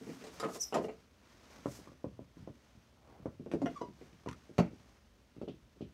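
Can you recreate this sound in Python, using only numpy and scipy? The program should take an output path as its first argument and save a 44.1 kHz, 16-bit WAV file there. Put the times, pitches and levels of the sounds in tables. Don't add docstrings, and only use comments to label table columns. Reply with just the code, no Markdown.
import sys
import numpy as np
from scipy import signal
from scipy.fft import rfft, irfft
from scipy.io import wavfile
from scipy.ndimage import uniform_filter1d

SR = 44100
rng = np.random.default_rng(int(sys.argv[2]) if len(sys.argv) > 2 else 0)


def put_to_file(sound):
    columns = np.atleast_2d(sound).T
    safe = np.clip(columns, -1, 1)
    whole_steps = np.round(safe * 32767)
    wavfile.write(sys.argv[1], SR, whole_steps.astype(np.int16))


N = 261513
TAIL = SR * 2 // 5

# time in seconds, pitch in Hz, relative level in dB.
EDGE_SQUEAK = [(.590, 5550, -62), (.603, 5680, -44), (.609, 5990, -37), (.620, 5940, -33.5),
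               (.626, 5250, -38), (.634, 5210, -39), (.640, 5930, -36), (.650, 5380, -51),
               (.695, 5120, -64)]


def first_case(level_db=-3.0):
    # start in seconds, knock gain in dB, knock cutoff in Hz, clack gain in dB.
    hits = [(0.012, 8, 303, -30), (0.068, 7.5, 342, -22), (0.092, 14, 330, -20.5), (0.212, -1, 410, -18),
            (0.24, -2, 700, -14), (0.268, -3, 503, -17), (0.399, 0.5, 766, -8), (0.429, 9, 826, -24),
            (0.435, 6.5, 1010, -3.5), (0.443, 17.5, 470, -13), (0.486, 5, 800, -20), (0.555, 0.5, 706, -28),
            (0.725, 8, 850, -7), (0.742, 13.5, 970, -0.5), (0.755, 15.5, 850, -7),
            (0.768, 13.5, 765, -10.5), (0.798, 15.5, 520, -23), (0.839, 10.5, 600, -13.5),
            (0.884, 6, 680, -17)]
    # resonance in Hz, bandwidth in Hz, lift in dB.
    modes = [(181, 51, 3), (268, 6.6, 7.5), (443, 26, 10), (670, 27, 7), (780, 16, 2.5), (1035, 22, 8),
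             (1244, 33, 9.5), (1906, 31, 7.5), (2800, 160, 3.5)]
    body = knocks(hits, bass_hz=227, bass_follow=-0.14, scatter_db=6, build_s=0.0016)
    panels = clacks(hits, [1000, 2800], [3400, 7800], tick_db=-17, scatter_db=10, build_s=0.0012)
    return from_db(level_db) * resonate(body + panels, modes)


def second_case(level_db=-1.5):
    # start in seconds, knock gain in dB, knock cutoff in Hz, clack gain in dB.
    bumps = [(3.397, 9.5, 310, -40), (3.462, 6, 496, -27.5), (3.515, 8, 500, -11.5),
             (3.537, 21.5, 433, -16), (3.548, 12.5, 373, -41), (3.618, 11, 670, -19), (3.659, 12, 590, -7),
             (3.814, 11, 560, -23), (3.885, 4.5, 300, -40), (4.013, -0.5, 460, -25.5),
             (4.13, -1.5, 241, -32)]
    rattle = [(4.262, 2, 640, -28), (4.272, 7, 467, -26), (4.287, 8, 262, -11), (4.295, 1, 312, -20),
              (4.312, 2.5, 236, -16), (4.329, -12, 404, -18)]
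    # resonance in Hz, bandwidth in Hz, lift in dB.
    modes = [(356, 14, 2.8), (435, 7.8, 1.3), (670, 11, 2.8), (1070, 50, 2.7), (1410, 49, 4),
             (2870, 47, 5.9), (5770, 340, 4.3)]
    clack_hz, tick_hz = [1000, 2600], [3600, 7000]
    body = knocks(bumps, bass_hz=180, bass_follow=0.6, scatter_db=3.5, build_s=0.0013)
    panels = clacks(bumps, clack_hz, tick_hz, tick_db=-18.5, scatter_db=2.5, build_s=0.0014)
    base = knocks(rattle, bass_hz=78, bass_follow=0.15, scatter_db=-7.5, build_s=0.0014)
    cover = clacks(rattle, clack_hz, tick_hz, tick_db=-10, scatter_db=-7.5, build_s=0.0014, t60=0.025)
    return from_db(level_db) * resonate(body + panels + base + cover, modes)


def case_on_floor(level_db=-2.0):
    # start in seconds, knock gain in dB, knock cutoff in Hz, clack gain in dB.
    hits = [(4.494, -2, 426, -48), (4.582, 12, 690, 1), (4.589, 20.5, 700, -3.5), (4.715, -0.5, 335, -47),
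            (5.365, -1, 370, -34), (5.415, 8.5, 507, -24.5), (5.478, 8, 470, -31), (5.762, -12, 440, -52),
            (5.808, 9.5, 390, -42)]
    # resonance in Hz, bandwidth in Hz, lift in dB.
    modes = [(252, 20, 1.9), (321, 25, 3), (419, 23, 4.5), (585, 54, 4.4), (1080, 29, 2.6), (1290, 110, 8),
             (2500, 1300, 3.5)]
    drops = rebounds(hits, delay_s=0.017, gain_db=-1, limit_db=18, top_hz=310)
    first_edge = knocks(hits, bass_hz=124, bass_follow=0.1, scatter_db=3, build_s=0.00058)
    other_edge = knocks(drops, bass_hz=120, bass_follow=0.17, scatter_db=-8, build_s=0.00076)
    panels = clacks(hits, [900, 2800], [2700, 6200], tick_db=-12, scatter_db=5, build_s=0.0005)
    return from_db(level_db) * resonate(first_edge + other_edge + panels, modes)


def knocks(hits, bass_hz, bass_follow, scatter_db, build_s, mid_knock_hz=500):
    out, impulse = np.zeros(N), signal.unit_impulse(TAIL // 8)
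    for (s, db, top_hz, _), tail in zip(hits, scatter(len(hits), build_s)):
        low_hz = bass_hz * (top_hz / mid_knock_hz) ** bass_follow
        thinned = butterworth(impulse, low_hz, "high", order=2)
        push = -from_db(db) * butterworth(thinned, top_hz, "low", order=4)
        add(out, s, through_room(push, tail, scatter_db))
    return out


def rebounds(hits, delay_s, gain_db, limit_db, top_hz):
    return [(s + delay_s, min(db + gain_db, limit_db), top_hz, clack_db) for s, db, _, clack_db in hits]


def clacks(hits, clack_hz, tick_hz, tick_db, scatter_db, build_s, t60=0.014):
    out = np.zeros(N)
    for (s, _, _, db), tail in zip(hits, scatter(len(hits), build_s)):
        crack = from_db(db) * (mode_burst(clack_hz, t60) + from_db(tick_db) * tick(tick_hz))
        add(out, s, through_room(crack, tail, scatter_db))
    return out


def resonate(x, modes):
    for hz, width_hz, lift_db in modes:
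        radius = np.exp(-np.pi * width_hz / SR)
        feedback = [1, -2 * radius * np.cos(2 * np.pi * hz / SR), radius ** 2]
        ringing = signal.lfilter([1, 0, -1], feedback, x + 1e-18) * (1 - radius ** 2) / 2
        x = x + (from_db(lift_db) - 1) * ringing
    return x


def edge_clicks(scatter_db=8):
    # start in seconds, gain in dB.
    clicks = [(0.24, -23.5), (0.268, -24.5), (0.399, -10.5), (0.486, -29), (0.742, -12), (3.515, -28.5),
              (3.535, -31), (3.618, -28.5)]
    out = np.zeros(N)
    for (s, db), tail in zip(clicks, scatter(len(clicks))):
        add(out, s, from_db(db) * through_room(tick(band_hz=[3400, 7800]), tail, scatter_db))
    return out


def tick(band_hz, t60=0.014, sheen_db=-19.0):
    return mode_burst(band_hz, t60) + from_db(sheen_db) * mode_burst([7000, 13000], t60)


def mode_burst(band_hz, t60):
    t = np.arange(TAIL // 8) / SR
    burst = rng.standard_normal(len(t)) * from_db(-60 * t / t60)
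    return butterworth(rms_one(burst) / np.sqrt(len(t)), band_hz, "band", order=2)


def floor_thump(push_hz=400):
    # start in seconds, gain in dB.
    landing = [(4.588, -21.5)]
    # frequency in Hz, relative level in dB, seconds to decay by 60 dB.
    modes = [(96, -41, 0.12), (128.6, -12.5, 0.29), (177.6, 2.5, 0.19), (227, -7, 0.21)]
    out, t = np.zeros(N), np.arange(TAIL) / SR
    boom = sum(from_db(db - 60 * t / t60) * np.sin(2 * np.pi * hz * t) for hz, db, t60 in modes)
    for s, db in landing:
        add(out, s, -from_db(db) * boom)
    return butterworth(out, push_hz, "low", order=2)


def first_case_squeaks():
    # time in seconds, pitch in Hz, relative level in dB.
    touchdown = [(0.426, 1300, -46), (0.438, 1273, -38), (0.46, 1258, -41), (0.475, 1280, -50),
                 (0.53, 1268, -54)]
    whistle = [(.622, 15600, -60), (.632, 15300, -58), (.652, 14200, -67), (.668, 12900, -62),
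               (.675, 12800, -70)]
    # harmonic number, gain in dB.
    edge_harmonics = [(1, 3), (2, -20)]
    return (squeak(EDGE_SQUEAK, edge_harmonics, jitter=0.0177, flutter_db=3, room_db=-2)
            + skid_rasp()
            + squeak(whistle, [(1, 1.5)], jitter=0.03, flutter_db=4, room_db=0)
            + squeak(touchdown, [(1, 0)], jitter=0.037, flutter_db=4, room_db=-8))


def second_case_squeaks():
    # time in seconds, pitch in Hz, relative level in dB.
    base_groan = [(3.617, 299.2, -52), (3.627, 273, -35), (3.642, 272, -37.5), (3.66, 255.4, -41),
                  (3.69, 246, -55), (3.74, 234, -63)]
    grip_creak = [(3.657, 741, -48), (3.662, 705, -37), (3.672, 695, -37), (3.688, 664, -50),
                  (3.700, 675, -64)]
    grip_squeak = [(3.755, 1213, -57), (3.765, 1170, -46.5), (3.778, 1115, -50), (3.792, 1126, -57),
                   (3.805, 1088, -61), (3.816, 964, -40), (3.832, 1027, -54), (3.856, 986, -61),
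                   (3.885, 954, -59)]
    lift_creak = [(4.261, 1159, -43.5), (4.272, 1067, -62), (4.284, 950, -46), (4.295, 1046, -57),
                  (4.315, 1143, -62), (4.331, 1224, -51.5), (4.345, 1260, -74)]
    # harmonic number, gain in dB.
    creak_harmonics = [(1, -1), (2, -9.5), (3, -16.5), (4, -24)]
    squeak_harmonics = [(1, 5), (2, -19), (3, -19.5), (4, -25), (5, -19.5), (6, -21), (7, -33), (8, -33.5)]
    return (squeak(base_groan, [(1, 9), (2, -23)], jitter=0.028, flutter_db=5.5, room_db=-4.5)
            + squeak(grip_creak, creak_harmonics, jitter=0.0255, flutter_db=4, room_db=-1)
            + squeak(grip_squeak, squeak_harmonics, jitter=0.0278, flutter_db=4.5, room_db=-3.5)
            + squeak(lift_creak, [(1, 4), (2, -11)], jitter=0.085, flutter_db=5, room_db=-7))


def squeak(curve, harmonics, jitter, flutter_db, room_db):
    hz, db = in_time(curve)
    phase = 2 * np.pi * np.cumsum(hz * (1 + jitter * drift(600))) / SR
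    slipping = uniform_filter1d(during(curve), size=128)
    wave = sum(from_db(level) * np.sin(round(k) * phase) for k, level in harmonics)
    tone = slipping * from_db(db) * wave
    shaken = tone * from_db(flutter_db * drift(300))
    reflected = from_db(room_db) * signal.fftconvolve(shaken, scatter(count=1)[0])[:N]
    return rms_one(shaken + reflected) * np.std(tone)


def skid_rasp(rasp_db=-11, flutter_db=4):
    _, db = in_time(EDGE_SQUEAK)
    # frequency in Hz, relative spectral density in dB.
    spectrum = [(1000, -42), (4500, -13), (6000, 7.5), (8000, 2), (9500, -5), (12000, -12), (15500, -22)]
    envelope = during(EDGE_SQUEAK) * from_db(db + rasp_db + flutter_db * drift(202))
    return envelope * coloured_noise(spectrum)


def nudges(grain_db=1.0, attack_s=0.0056, fall_db_per_s=246):
    # start in seconds, level in dB.
    pushes = [(5.415, -68.5), (5.478, -59), (5.808, -61.5)]
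    # frequency in Hz, relative spectral density in dB.
    spectrum = [(600, -19), (1900, -12), (2700, 1), (3200, 1), (4200, -7), (5500, -14), (8000, -29),
                (15000, -46)]
    envelope, t = np.zeros(N), np.arange(TAIL) / SR
    for s, db in pushes:
        add(envelope, s, np.minimum(t / attack_s, 1) * from_db(db - fall_db_per_s * t))
    return envelope * from_db(grain_db * drift(410)) * coloured_noise(spectrum)


def chair(level_db=-0.5):
    # start in seconds, knock gain in dB, knock cutoff in Hz, clack gain in dB.
    hits = [(1.588, -12.5, 335, -28), (1.628, -16, 270, -26), (1.658, 10.5, 560, -9), (1.79, -8, 454, -37),
            (1.873, -10, 483, -21), (1.918, -13.5, 507, -32), (2.043, 7, 535, -15.5),
            (2.192, -1.5, 543, -39), (2.369, -6, 322, -28), (2.402, -0.5, 185, -38),
            (2.475, -0.5, 554, -23), (2.75, -12.5, 240, -46), (3.2, -5.5, 237, -40), (3.257, 8, 518, -14)]
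    # resonance in Hz, bandwidth in Hz, lift in dB.
    modes = [(120, 34, 5.5), (282, 53, 6.4), (590, 110, 5.5), (1010, 42, 8.5), (1170, 78, 7.7)]
    rocking = rebounds(hits, delay_s=0.0222, gain_db=0, limit_db=6, top_hz=207)
    swivel = knocks(hits, bass_hz=126, bass_follow=0.76, scatter_db=-2, build_s=0.00083)
    seat = knocks(rocking, bass_hz=130, bass_follow=0.63, scatter_db=-3, build_s=0.00083)
    shell = clacks(hits, [900, 1600], [3000, 7500], tick_db=-24, scatter_db=2.5, build_s=0.00083)
    return from_db(level_db) * resonate(swivel + seat + shell, modes)


def clothes(grain_db=1.53, fidget_db=-72.5, swish_in_rustle_db=-12.5):
    # midpoint in seconds, length in seconds, level in dB.
    body_moves = [(0.13, .26, -59), (0.28, 0.11, -60), (0.42, 0.15, -55.5), (0.56, 0.03, -52.5),
                  (0.64, 0.17, -64.5), (0.79, 0.059, -63), (0.9, 0.26, -69), (1.37, 0.27, -65.5),
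                  (1.54, 0.15, -59.5), (1.75, 0.24, -60), (2.41, 0.081, -68), (2.68, 0.34, -71.5),
                  (3.73, 0.19, -63), (4.03, .14, -67), (4.42, 0.65, -68.5), (4.86, 0.26, -69)]
    swipes = [(0.13, 0.23, -68.5), (0.35, .04, -66), (0.51, 0.056, -62.5), (0.558, 0.041, -53.5),
              (0.65, 0.15, -64), (0.845, .04, -64.5), (1.74, 0.091, -58.5)]
    seat_slides = [(3.145, 0.18, -60.5)]
    # frequency in Hz, relative spectral density in dB.
    rustle_spectrum = [(60, -2), (200, 9), (450, 6), (900, 3), (2000, -0.5), (3500, -5.5), (6500, -7),
                       (9000, -47), (16000, -30)]
    swish_spectrum = [(60, -45), (1500, -16), (3500, -4.5), (5500, 5.5), (8500, 1.5), (10500, -4.5),
                      (13000, -4.5), (16000, -13)]
    slide_spectrum = [(200, -4.5), (700, -4.5), (1050, -11), (1500, -17.5), (3000, -28), (9000, -44)]
    rustle = np.hypot(swells(body_moves), from_db(fidget_db))
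    swish = np.hypot(swells(swipes), from_db(swish_in_rustle_db) * rustle)
    layers = [(rustle, rustle_spectrum), (swish, swish_spectrum), (swells(seat_slides), slide_spectrum)]
    grain = from_db(grain_db * drift(250))
    return grain * sum(gain * coloured_noise(spectrum) for gain, spectrum in layers)


def swells(moves):
    t = np.arange(N) / SR
    power = sum(from_db(db) ** 2 * np.exp(-(2 * (t - s) / length) ** 2) for s, length, db in moves)
    return np.sqrt(power)


def through_room(sound, tail, scatter_db):
    response = signal.unit_impulse(TAIL) + from_db(scatter_db) * tail
    return signal.fftconvolve(sound, response / np.hypot(1, from_db(scatter_db)))


def scatter(count, build_s=0.00053, early_s=0.027, early_db=3):
    # frequency in Hz, reverberation time in seconds.
    room_t60 = [(100, 0.51), (250, 0.32), (700, 0.19), (2000, 0.27), (9000, 0.19)]
    edges_hz = 31.25 * 2 ** np.arange(0, 9.1, 0.5)
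    t, tails = np.arange(TAIL) / SR, 0
    swell = (1 - np.exp(-t / build_s)) * (1 + from_db(early_db) * np.exp(-(t / early_s) ** 2))
    white = rng.standard_normal((2, count, TAIL))
    for k, (low, high) in enumerate(zip(edges_hz, edges_hz[1:])):
        band = rms_one(butterworth(white[k % 2], [low, high], "band", order=2))
        dying = band * swell * from_db(-60 * t / at_hz(room_t60, np.sqrt(low * high)))
        energy_share = 2 * (high - low) / SR
        tails = tails + rms_one(dying) * np.sqrt(energy_share / TAIL)
    return tails


def room_tone(air_db=-66):
    # frequency in Hz, relative spectral density in dB.
    air_spectrum = [(18, -48), (30, -26), (51, 0), (69, 1.5), (140, -19), (230, -7.5), (307, -17.5),
                    (546, -21.5), (591, -17.5), (787, -35), (996, -26), (1640, -33), (3070, -30),
                    (6050, -41), (15500, -45.5)]
    # frequency in Hz, rms level in dB.
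    mains = [(60, -85), (120, -78.5)]
    t = np.arange(N) / SR
    hum = sum(np.sqrt(2) * from_db(db) * np.sin(2 * np.pi * hz * t) for hz, db in mains)
    return from_db(air_db) * coloured_noise(air_spectrum) + hum


def from_db(db):
    return 10 ** (np.asarray(db) / 20)


def rms_one(x):
    return x / np.sqrt(np.mean(x ** 2, axis=-1, keepdims=True) + 1e-20)


def in_time(curve):
    s, *columns = np.transpose(curve)
    return [np.interp(np.arange(N) / SR, s, column) for column in columns]


def during(curve):
    t = np.arange(N) / SR
    return 1.0 * ((t > curve[0][0]) & (t < curve[-1][0]))


def at_hz(points, hz):
    known_hz, values = np.transpose(points)
    return np.interp(np.log(hz), np.log(known_hz), values)


def butterworth(x, hz, kind, order):
    sections = signal.butter(order, np.clip(hz, 10, 0.45 * SR), kind, fs=SR, output="sos")
    return signal.sosfilt(sections, x + 1e-18)


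def drift(rate):
    knots = rng.standard_normal(N // 8)
    return np.interp(np.arange(N) * rate / SR, np.arange(len(knots)), knots)


def coloured_noise(spectrum):
    hz = np.arange(N // 2 + 1) * SR / N + 1
    return rms_one(irfft(rfft(rng.standard_normal(N)) * from_db(at_hz(spectrum, hz)), N))


def add(track, s, sound):
    start = max(0, round(s * SR))
    track[start:start + len(sound)] += sound[:N - start]


def scene():
    impacts = first_case() + second_case() + case_on_floor() + edge_clicks() + floor_thump()
    friction = first_case_squeaks() + second_case_squeaks() + nudges()
    return (impacts + friction + chair() + clothes() + room_tone())[None]


def record(dry):
    low_hz, top_hz = 48, 15700
    thin = butterworth(dry, low_hz, "high", order=4)
    return signal.sosfilt(signal.ellip(10, 0.1, 70, top_hz, fs=SR, output="sos"), thin)


dry = scene()
out = record(dry)
put_to_file(out)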